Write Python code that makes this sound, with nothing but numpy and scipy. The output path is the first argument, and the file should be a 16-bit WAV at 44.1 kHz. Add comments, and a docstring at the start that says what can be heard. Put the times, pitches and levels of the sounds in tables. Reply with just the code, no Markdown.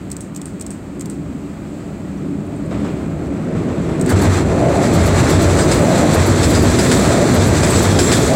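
"""A camera shutter snaps over the drone of a steel girder bridge and a faint river hiss.
An electric train rolls over the bridge and passes close by; the shutter fires five times as it nears.
Rough wheels ring the girders, treads roar and hiss on the rail, gears growl and flanges squeal.
Axle pairs strike three rail joints: one far out, one on the span (which booms), one close by."""
import sys
import numpy as np
from scipy import signal
from scipy.fft import rfft, irfft
from scipy.io import wavfile
from scipy.ndimage import uniform_filter1d

SR = 44100
rng = np.random.default_rng(int(sys.argv[2]) if len(sys.argv) > 2 else 0)


def output_pcm(signal):
    """Save a mono or channel-first signal as 16-bit PCM at the path in sys.argv[1].

    Samples are clipped to [-1, 1] before scaling.
    """
    pcm = np.clip(np.atleast_2d(signal).T, -1, 1) * 32767
    wavfile.write(sys.argv[1], SR, np.round(pcm).astype(np.int16))


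N = 368235
TIME_S = np.arange(N) / SR

CARS, CAR_GAP_S, BOGIE_GAP_S, AXLE_GAP_S = 4, 1.203, 0.843, 0.123
SPEED_M_S, ARRIVAL_S = 16.9, 5.052  # leading wheels draw level with the listener

# Noise spectra. Each row: frequency in Hz, relative density in dB.
RIVER_SPECTRUM = [(1290, -35), (2200, -13), (2450, -4.5), (2710, -7.5), (3650, -9.5), (4380, -8.5),
                  (5220, -13), (5570, -15), (5910, -14), (6860, -9), (7840, -4), (8730, -12), (9640, -20),
                  (16000, -23.5)]
SHUTTER_SPECTRUM = [(1200, -23), (3000, -14), (4800, -11), (6200, -9), (7300, 0), (8400, 3), (9600, -15.5),
                    (12500, -18), (16000, -21)]
DECK_SPECTRUM = [(20, -33), (32, -26), (47, -5), (56, -11), (70, 1), (82, -3), (98, 1.5), (112, -2),
                 (135, -4.5), (170, -43)]
ROAR_SPECTRUM = [(420, -33), (720, -3), (950, -3), (1300, -3.5), (1650, -7), (2100, -8), (2500, -11.5),
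                 (3100, -20), (4000, -27)]
HISS_SPECTRUM = [(1650, 3), (2800, -6.5), (3060, -8), (4150, 1), (5480, -8.5), (5980, 0), (6480, -4.5),
                 (7280, 1.5), (7830, 1.5), (9330, -11), (10500, -13), (12000, -20), (13200, -20),
                 (15100, -21), (16000, -28)]
CLANK_SPECTRUM = [(120, -42), (250, 7), (450, 15.5), (800, 7), (1200, 3.5), (2000, -6), (3000, -10),
                  (4200, -12), (6000, -18), (7800, -9.5), (10000, -34), (16000, -38)]
TICK_SPECTRUM = [(4000, -15), (7600, 9), (9000, 1), (11500, -5.5), (13200, -14), (16000, -7)]
CLASH_SPECTRUM = [(1500, 7.5), (2800, 0.5), (3400, -1.5), (4900, 3), (6200, -3.5), (7700, 6), (9200, -4.5),
                  (12000, -23), (16000, -30)]

# Resonances. Each row: frequency in Hz, width in Hz, relative level in dB.
MOTOR_MODES = [(122.2, 10, -0.5), (241, 6.7, 4)]
GEAR_WHEEL_MODES = [(543, 86, 1.5), (588.5, 52, -0.5), (635.6, 13.7, -2), (662.7, 35.3, .5),
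                    (707, 48, -7.5), (756, 110, -8.5)]
WHEEL_RAIL_MODES = [(3286, 61, -1), (3596, 170, 2.5), (4080, 110, -1), (4580, 91, -7), (4970, 82, -3.5),
                    (5390, 100, -2), (7480, 150, -4), (7900, 250, 2), (10040, 120, -10), (12190, 110, -21),
                    (12990, 120, -18)]
RAIL_END_MODES = [(4490, 98, 1), (7950, 300, -7), (10300, 300, -3.5), (10840, 370, -1), (12950, 450, -4),
                  (13550, 700, -1)]
# Girder plates. Each row: frequency in Hz, width in Hz, weight in dB with the train far, then near.
GIRDER_MODES = [(124.6, 13.4, -6.5, -0.5), (158.2, 20.4, 3.5, 2), (182, 31, 2, 1), (204.1, 17.6, 3.5, -1.5),
                (247.3, 15.4, -1, 1.5), (284.7, 17.2, 4.5, -4), (295, 24.5, -7.5, -0.5),
                (328, 29, -1.5, -1), (350.8, 19, -10, -4), (367.5, 15.4, -7, -1), (402.5, 27.4, -6, -3),
                (442, 26, -15, -3), (474.5, 44, -12.5, -8.5)]
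# Span under an axle. Each row: frequency in Hz, relative level in dB, decay in seconds.
BOOM_MODES = [(93, 0.5, 0.095), (86, -7, 0.042), (102.5, -7.5, 0.062), (71.1, -9, 0.16)]

# Insects on the bank. Each row: centre in seconds, pitch in Hz, level in dB.
INSECT_CHIRPS = [(2.18, 5800, -54), (2.472, 9000, -52), (2.565, 8350, -50), (2.665, 8300, -48)]
# Shutter cycles. Each row: mirror up, first curtain, second curtain, mirror down in seconds, gain in dB.
SHUTTER_CYCLES = [(.1015, .1162, .166, .2066, 0), (.348, .3625, .4152, .456, -1),
                  (.5972, .6115, .6645, .7052, 0), (.9954, 1.0098, 1.0571, 1.098, -1),
                  (3.997, 4.0125, 4.0611, 4.102, 0)]
# Flange contacts. Each row: centre in seconds, pitch in Hz, level in dB, half length in seconds.
FLANGE_SQUEALS = [(4.105, 1770, -25.5, 0.02), (4.094, 4620, -38, .012), (5.608, 8230, -27, 0.022),
                  (5.62, 4940, -35, 0.03), (5.77, 4900, -37, .03), (6.572, 4870, -35, 0.044),
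                  (7.707, 8300, -25, 0.021), (7.76, 7840, -27, 0.037), (8.06, 7480, -23, .045)]
# Swells. Each row: centre in seconds, gain in dB, half length in seconds.
GIRDER_SWELLS = [(0.05, 4, 0.15), (0.62, 2.5, .12), (1.197, 3, 0.3), (2.287, 3.5, 0.15), (2.82, 4, 0.23),
                 (3.617, 2.5, 0.23), (4.172, 4, .24)]  # bogies roll onto the farther spans
GEAR_HOWLS = [(4.7, -17.5, 0.2), (5.55, -23, 0.11), (5.95, -17.5, .24), (7.16, -19.5, 0.21),
              (8.35, -19.5, 0.16)]
TREAD_SCRAPES = [(4.14, -30, 0.064), (4.25, -29, 0.049), (4.35, -29, .07), (5.19, -27, 0.036),
                 (5.3, -31, 0.022), (6.2, -29.5, 0.043)]
# Axles on a rail joint. Each row: start in seconds, base level in dB.
FAR_STRIKES = [(2.705, -29.5), (2.84, -30.5), (3.545, -33), (3.68, -31.5), (3.885, -33)]
NEAR_STRIKES = [(5.586, -23), (5.711, -18.5), (6.428, -18.5), (6.548, -21.5), (6.785, -16.5), (6.911, -16),
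                (7.628, -18), (7.754, -18), (7.986, -14), (8.113, -15)]


def undb(db):
    return 10 ** (np.asarray(db) / 20)


def unit_rms(x):
    return x / np.sqrt(np.mean(x ** 2))


def noise():
    return rng.standard_normal(N)


def colour(x, spectrum):
    """Filter by a spectrum, falling 48 dB per octave beyond its ends; white noise keeps its power."""
    hz, db = np.transpose(spectrum)
    octave, knots = np.log2(np.fft.rfftfreq(len(x), 1 / SR) + 1), np.log2(hz)
    beyond = np.abs(octave - np.clip(octave, knots[0], knots[-1]))
    gain = unit_rms(undb(np.interp(octave, knots, db) - 48 * beyond))
    return irfft(rfft(x) * gain, len(x))


def wander(rate_hz):
    """Random steps, smoothed twice; unit RMS."""
    hold = int(SR / rate_hz)
    steps = np.repeat(noise()[:N // hold + 1], hold)
    return unit_rms(uniform_filter1d(uniform_filter1d(steps, hold), hold)[:N])


def grains(per_s, spread_db):
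    """Dense tiny impacts of uneven size."""
    impacts = (rng.random(N) < per_s / SR) * noise()
    return unit_rms(impacts * undb(spread_db * np.minimum(rng.exponential(size=N), 4)))


def resonance(hz, width_hz, drive=None):
    """Two peak filters in series, driven by fresh noise by default."""
    drive = noise() if drive is None else drive
    b, a = signal.iirpeak(hz, hz / (1.55 * width_hz), SR)
    return unit_rms(signal.lfilter(b, a, signal.lfilter(b, a, drive)))


def ring(modes):
    """Resonances sharing one noise drive."""
    drive = noise()
    return unit_rms(sum(undb(db) * resonance(hz, width_hz, drive) for hz, width_hz, db in modes))


def strike_shape(t, rise_s, decay_s):
    """Smooth rise, exponential decay; peak 1."""
    shape = (1 - np.exp(-(t / rise_s) ** 2)) * np.exp(-t / decay_s)
    return shape / shape.max()


def blows(starts_s, levels_db, rise_s, decay_s):
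    """Envelope of a run of blows, summed in power."""
    shape = strike_shape(np.arange(SR) / SR, rise_s, decay_s)
    power = np.zeros(N + SR)
    for start_s, db in zip(starts_s, levels_db):
        i = int(start_s * SR)
        power[i:i + SR] += (undb(db) * shape) ** 2
    return np.sqrt(power[:N])


def bell(centre_s, half_s):
    return np.exp(-((TIME_S - centre_s) / half_s) ** 2)


def swells(table):
    return sum(undb(db) * bell(centre_s, half_s) for centre_s, db, half_s in table)


def approach(reach_m, loss_db_per_m=0):
    """Distance gain, 1 from arrival on; spreading takes 3 dB at reach_m."""
    gap_m = SPEED_M_S * np.maximum(ARRIVAL_S - TIME_S, 0)
    return undb(-loss_db_per_m * gap_m) / np.hypot(1, gap_m / reach_m)


def axle_times(first_s):
    """Crossings of one spot: two axles to a bogie, two bogies to a car."""
    times_s = np.array([first_s + car * CAR_GAP_S + bogie_s + axle_s for car in range(CARS)
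                        for bogie_s in (0, BOGIE_GAP_S) for axle_s in (0, AXLE_GAP_S)])
    return times_s[times_s < TIME_S[-1]]


def riverbank():
    """Far water hisses; insects chirp thinly."""
    chirps = sum(undb(db) * bell(centre_s, half_s=0.007) * resonance(hz, width_hz=350)
                 for centre_s, hz, db in INSECT_CHIRPS)
    return colour(noise(), RIVER_SPECTRUM) * undb(-52 + wander(5.3)) + chirps


def shutter():
    """Mirror and curtains snap; the first curtain bounces, the mirror pings twice, its spring settles."""
    up_s, first_s, second_s, down_s, db = np.transpose(SHUTTER_CYCLES)
    snaps = [(up_s, -31), (first_s - 0.003, -30), (first_s, -23.5), (first_s + 0.0113, -33),
             (second_s, -25.5), (down_s, -32)]
    strike = sum(blows(at_s, db + snap_db, rise_s=0.00048, decay_s=0.0016) for at_s, snap_db in snaps)
    body = blows(first_s, db - 39, rise_s=0.0012, decay_s=0.015)
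    body += blows(second_s, db - 44, rise_s=0.0013, decay_s=0.016)
    spring = blows(down_s, db - 40.5, rise_s=0.001, decay_s=0.038)
    ping = blows(down_s, db - 27, rise_s=0.00051, decay_s=0.0014)
    ping += blows(down_s + 0.0062, db - 34, rise_s=0.001, decay_s=0.0026)
    return colour(noise() * (strike + body + spring), SHUTTER_SPECTRUM) + resonance(8500, 770) * ping


def chinks(per_s=9, low_hz=3590, high_hz=6260, decay_s=0.024):
    """Loose steel under the passing cars rings at random."""
    out, t = np.zeros(N + SR), np.arange(SR // 8) / SR
    passing_s = TIME_S[-1] - ARRIVAL_S
    for when, pitch, size in rng.random((int(per_s * passing_s), 3)):
        i = int((ARRIVAL_S + when * passing_s) * SR)
        hz = low_hz + pitch * (high_hz - low_hz)
        out[i:i + len(t)] += undb(-38.5 + 10 * size) * np.exp(-t / decay_s) * np.sin(2 * np.pi * hz * t)
    return out[:N]


def flanges():
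    """Flanges brush the rail in short, narrow squeals."""
    return sum(undb(db) * bell(centre_s, half_s) * resonance(hz, width_hz=200)
               for centre_s, hz, db, half_s in FLANGE_SQUEALS)


def running_gear(rail_borne_db=-46.5):
    """Gears growl, carried far ahead by the rails, and howl at each car end; the motor cars hum."""
    airborne = undb(-23) * approach(reach_m=13.8, loss_db_per_m=0.14)
    growl = ring(GEAR_WHEEL_MODES) * np.hypot(airborne, undb(rail_borne_db))
    howl = unit_rms(ring(GEAR_WHEEL_MODES) + undb(-6) * resonance(668, 60)) * swells(GEAR_HOWLS)
    hum = ring(MOTOR_MODES) * undb(-24.3) * bell(centre_s=7.24, half_s=1.3)
    return growl + howl + hum


def wheels(rail_borne_db=-47, hiss_rise_db_per_s=0.92):
    """Treads roar, hiss and scrape on the rail, shuddering together; the hiss carries least far."""
    shudder, scrape = wander(28), swells(TREAD_SCRAPES)
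    # The rail flexes between sleepers and sings ahead of the train.
    singing = resonance(1210, 310) * undb(np.interp(TIME_S, [3.5, 5], [-9, -11]))
    roar = colour(grains(per_s=9000, spread_db=-0.1), ROAR_SPECTRUM) + singing
    roar_gain = np.hypot(undb(-25) * approach(reach_m=7.4, loss_db_per_m=0.14), undb(rail_borne_db))
    roar *= np.hypot(roar_gain, undb(4) * scrape) * undb(0.6 * shudder)
    hiss = colour(grains(per_s=14000, spread_db=-1), HISS_SPECTRUM)
    hiss += undb(-9 + 3.3 * wander(9)) * ring(WHEEL_RAIL_MODES)
    hiss_gain = undb(-28.5 + hiss_rise_db_per_s * (TIME_S - ARRIVAL_S))
    hiss_gain *= approach(reach_m=4.8, loss_db_per_m=0.22)
    hiss *= np.hypot(hiss_gain, scrape) * undb(1.2 * shudder + 0.92 * wander(60))
    return roar + hiss


def bridge():
    """Wheel roughness shakes the deck and rings the girder plates; other modes lead as the train nears."""
    nearness = np.interp(TIME_S, [2.2, 4.7], [0, 1])
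    gains = [undb(far_db + nearness * (near_db - far_db)) for _, _, far_db, near_db in GIRDER_MODES]
    plates = sum(gain * resonance(hz, width_hz) for gain, (hz, width_hz, _, _) in zip(gains, GIRDER_MODES))
    plates /= np.sqrt(sum(gain ** 2 for gain in gains))
    swell_db = sum(db * bell(centre_s, half_s) for centre_s, db, half_s in GIRDER_SWELLS)
    drone = plates * undb(-14 + swell_db) * approach(reach_m=11.67)
    deck = colour(noise(), DECK_SPECTRUM) * undb(-20 + 0.4 * swell_db) * approach(reach_m=9.5)
    return drone + deck


def far_joint():
    """Dull clanks, smeared by the bridge's length; rail and wheels ring on, the deck thuds."""
    starts_s, db = np.transpose(FAR_STRIKES)
    clank = colour(noise(), CLANK_SPECTRUM) + undb(-7) * resonance(1190, 330)
    clank += undb(-14.5) * resonance(2050, 660)
    clank *= blows(starts_s, db + 0.5, rise_s=0.004, decay_s=0.07)
    tail = undb(-9) * ring(GEAR_WHEEL_MODES) + undb(-4) * colour(noise(), DECK_SPECTRUM)
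    tail += undb(-15.5) * resonance(2100, 900)
    tail *= blows(starts_s, db, rise_s=0.015, decay_s=0.2)
    return clank + tail


def span_boom(starts_s, levels_db, delay_s=0.0276, rise_s=0.016):
    """Axle weight drops on the span; its low modes boom a moment later."""
    out, t = np.zeros(N + SR), np.arange(SR // 2) / SR
    for start_s, db in zip(starts_s, levels_db):
        i = int((start_s + delay_s) * SR)
        for hz, mode_db, decay_s in BOOM_MODES:
            detune, phase = rng.standard_normal(2)
            wave = np.sin(2 * np.pi * (hz * (1 + 0.017 * detune) * t + phase))
            out[i:i + len(t)] += undb(db + mode_db) * strike_shape(t, rise_s, decay_s) * wave
    return out[:N]


def span_joint():
    """Each axle rings the rail end and its wheels, clanks the fittings and sets the span booming."""
    starts_s = axle_times(first_s=4.087)
    first_bogie_db = 3.5 * (starts_s < starts_s[2])  # the first bogie's two strikes sound louder
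    tick = undb(-3) * colour(grains(per_s=7000, spread_db=2.5), TICK_SPECTRUM)
    tick += undb(-4) * ring(RAIL_END_MODES)
    tick *= blows(starts_s, -28.6 + 0.2 * first_bogie_db, rise_s=0.009, decay_s=0.016)
    clank = colour(noise(), CLANK_SPECTRUM)
    clank *= blows(starts_s + 0.012, np.full(len(starts_s), -19.8), rise_s=0.014, decay_s=0.039)
    boom = span_boom(starts_s, -11.7 + first_bogie_db)
    wheel_ring = ring(GEAR_WHEEL_MODES)
    wheel_ring *= blows(starts_s, -31.5 + first_bogie_db, rise_s=0.012, decay_s=0.24)
    return tick + clank + wheel_ring + boom


def near_joint():
    """Wheels clash brightly on the rail; the steel rings and a sizzle lingers."""
    starts_s, db = np.transpose(NEAR_STRIKES)
    clash = colour(grains(per_s=6000, spread_db=1), CLASH_SPECTRUM)
    clash *= blows(starts_s, db - 0.7, rise_s=0.0035, decay_s=0.024)
    steel = ring(WHEEL_RAIL_MODES) + resonance(5000, 250)
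    steel *= blows(starts_s, db - 11.5, rise_s=0.0035, decay_s=0.015)
    clank = colour(noise(), CLANK_SPECTRUM) * blows(starts_s, db - 0.6, rise_s=0.0022, decay_s=0.018)
    sizzle = undb(1) * colour(noise(), TICK_SPECTRUM) + undb(-16) * ring(RAIL_END_MODES)
    sizzle *= blows(starts_s, db - 13, rise_s=0.006, decay_s=0.14)
    return clash + steel + clank + sizzle


def scene():
    """Mono mix of rolling train, joint strikes, shutter and riverbank."""
    rolling = bridge() + running_gear() + wheels() + flanges() + chinks()
    joints = far_joint() + span_joint() + near_joint()
    return (rolling + joints + shutter() + riverbank())[None]


def record(dry):
    """Limiter, soft clip, steep low-pass."""
    window_s, limit_db, cutoff_hz = 0.022, -9, 15800
    rms = np.sqrt(np.abs(uniform_filter1d(dry[0] ** 2, int(window_s * SR))))
    limited = dry / (1 + (rms / undb(limit_db)) ** 6) ** (1 / 6)
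    rounded = 1.603 * np.tanh(limited * undb(0.4) / 1.587)
    return signal.sosfilt(signal.ellip(10, 0.2, 70, cutoff_hz, fs=SR, output="sos"), rounded)


dry = scene()
out = record(dry)
output_pcm(out)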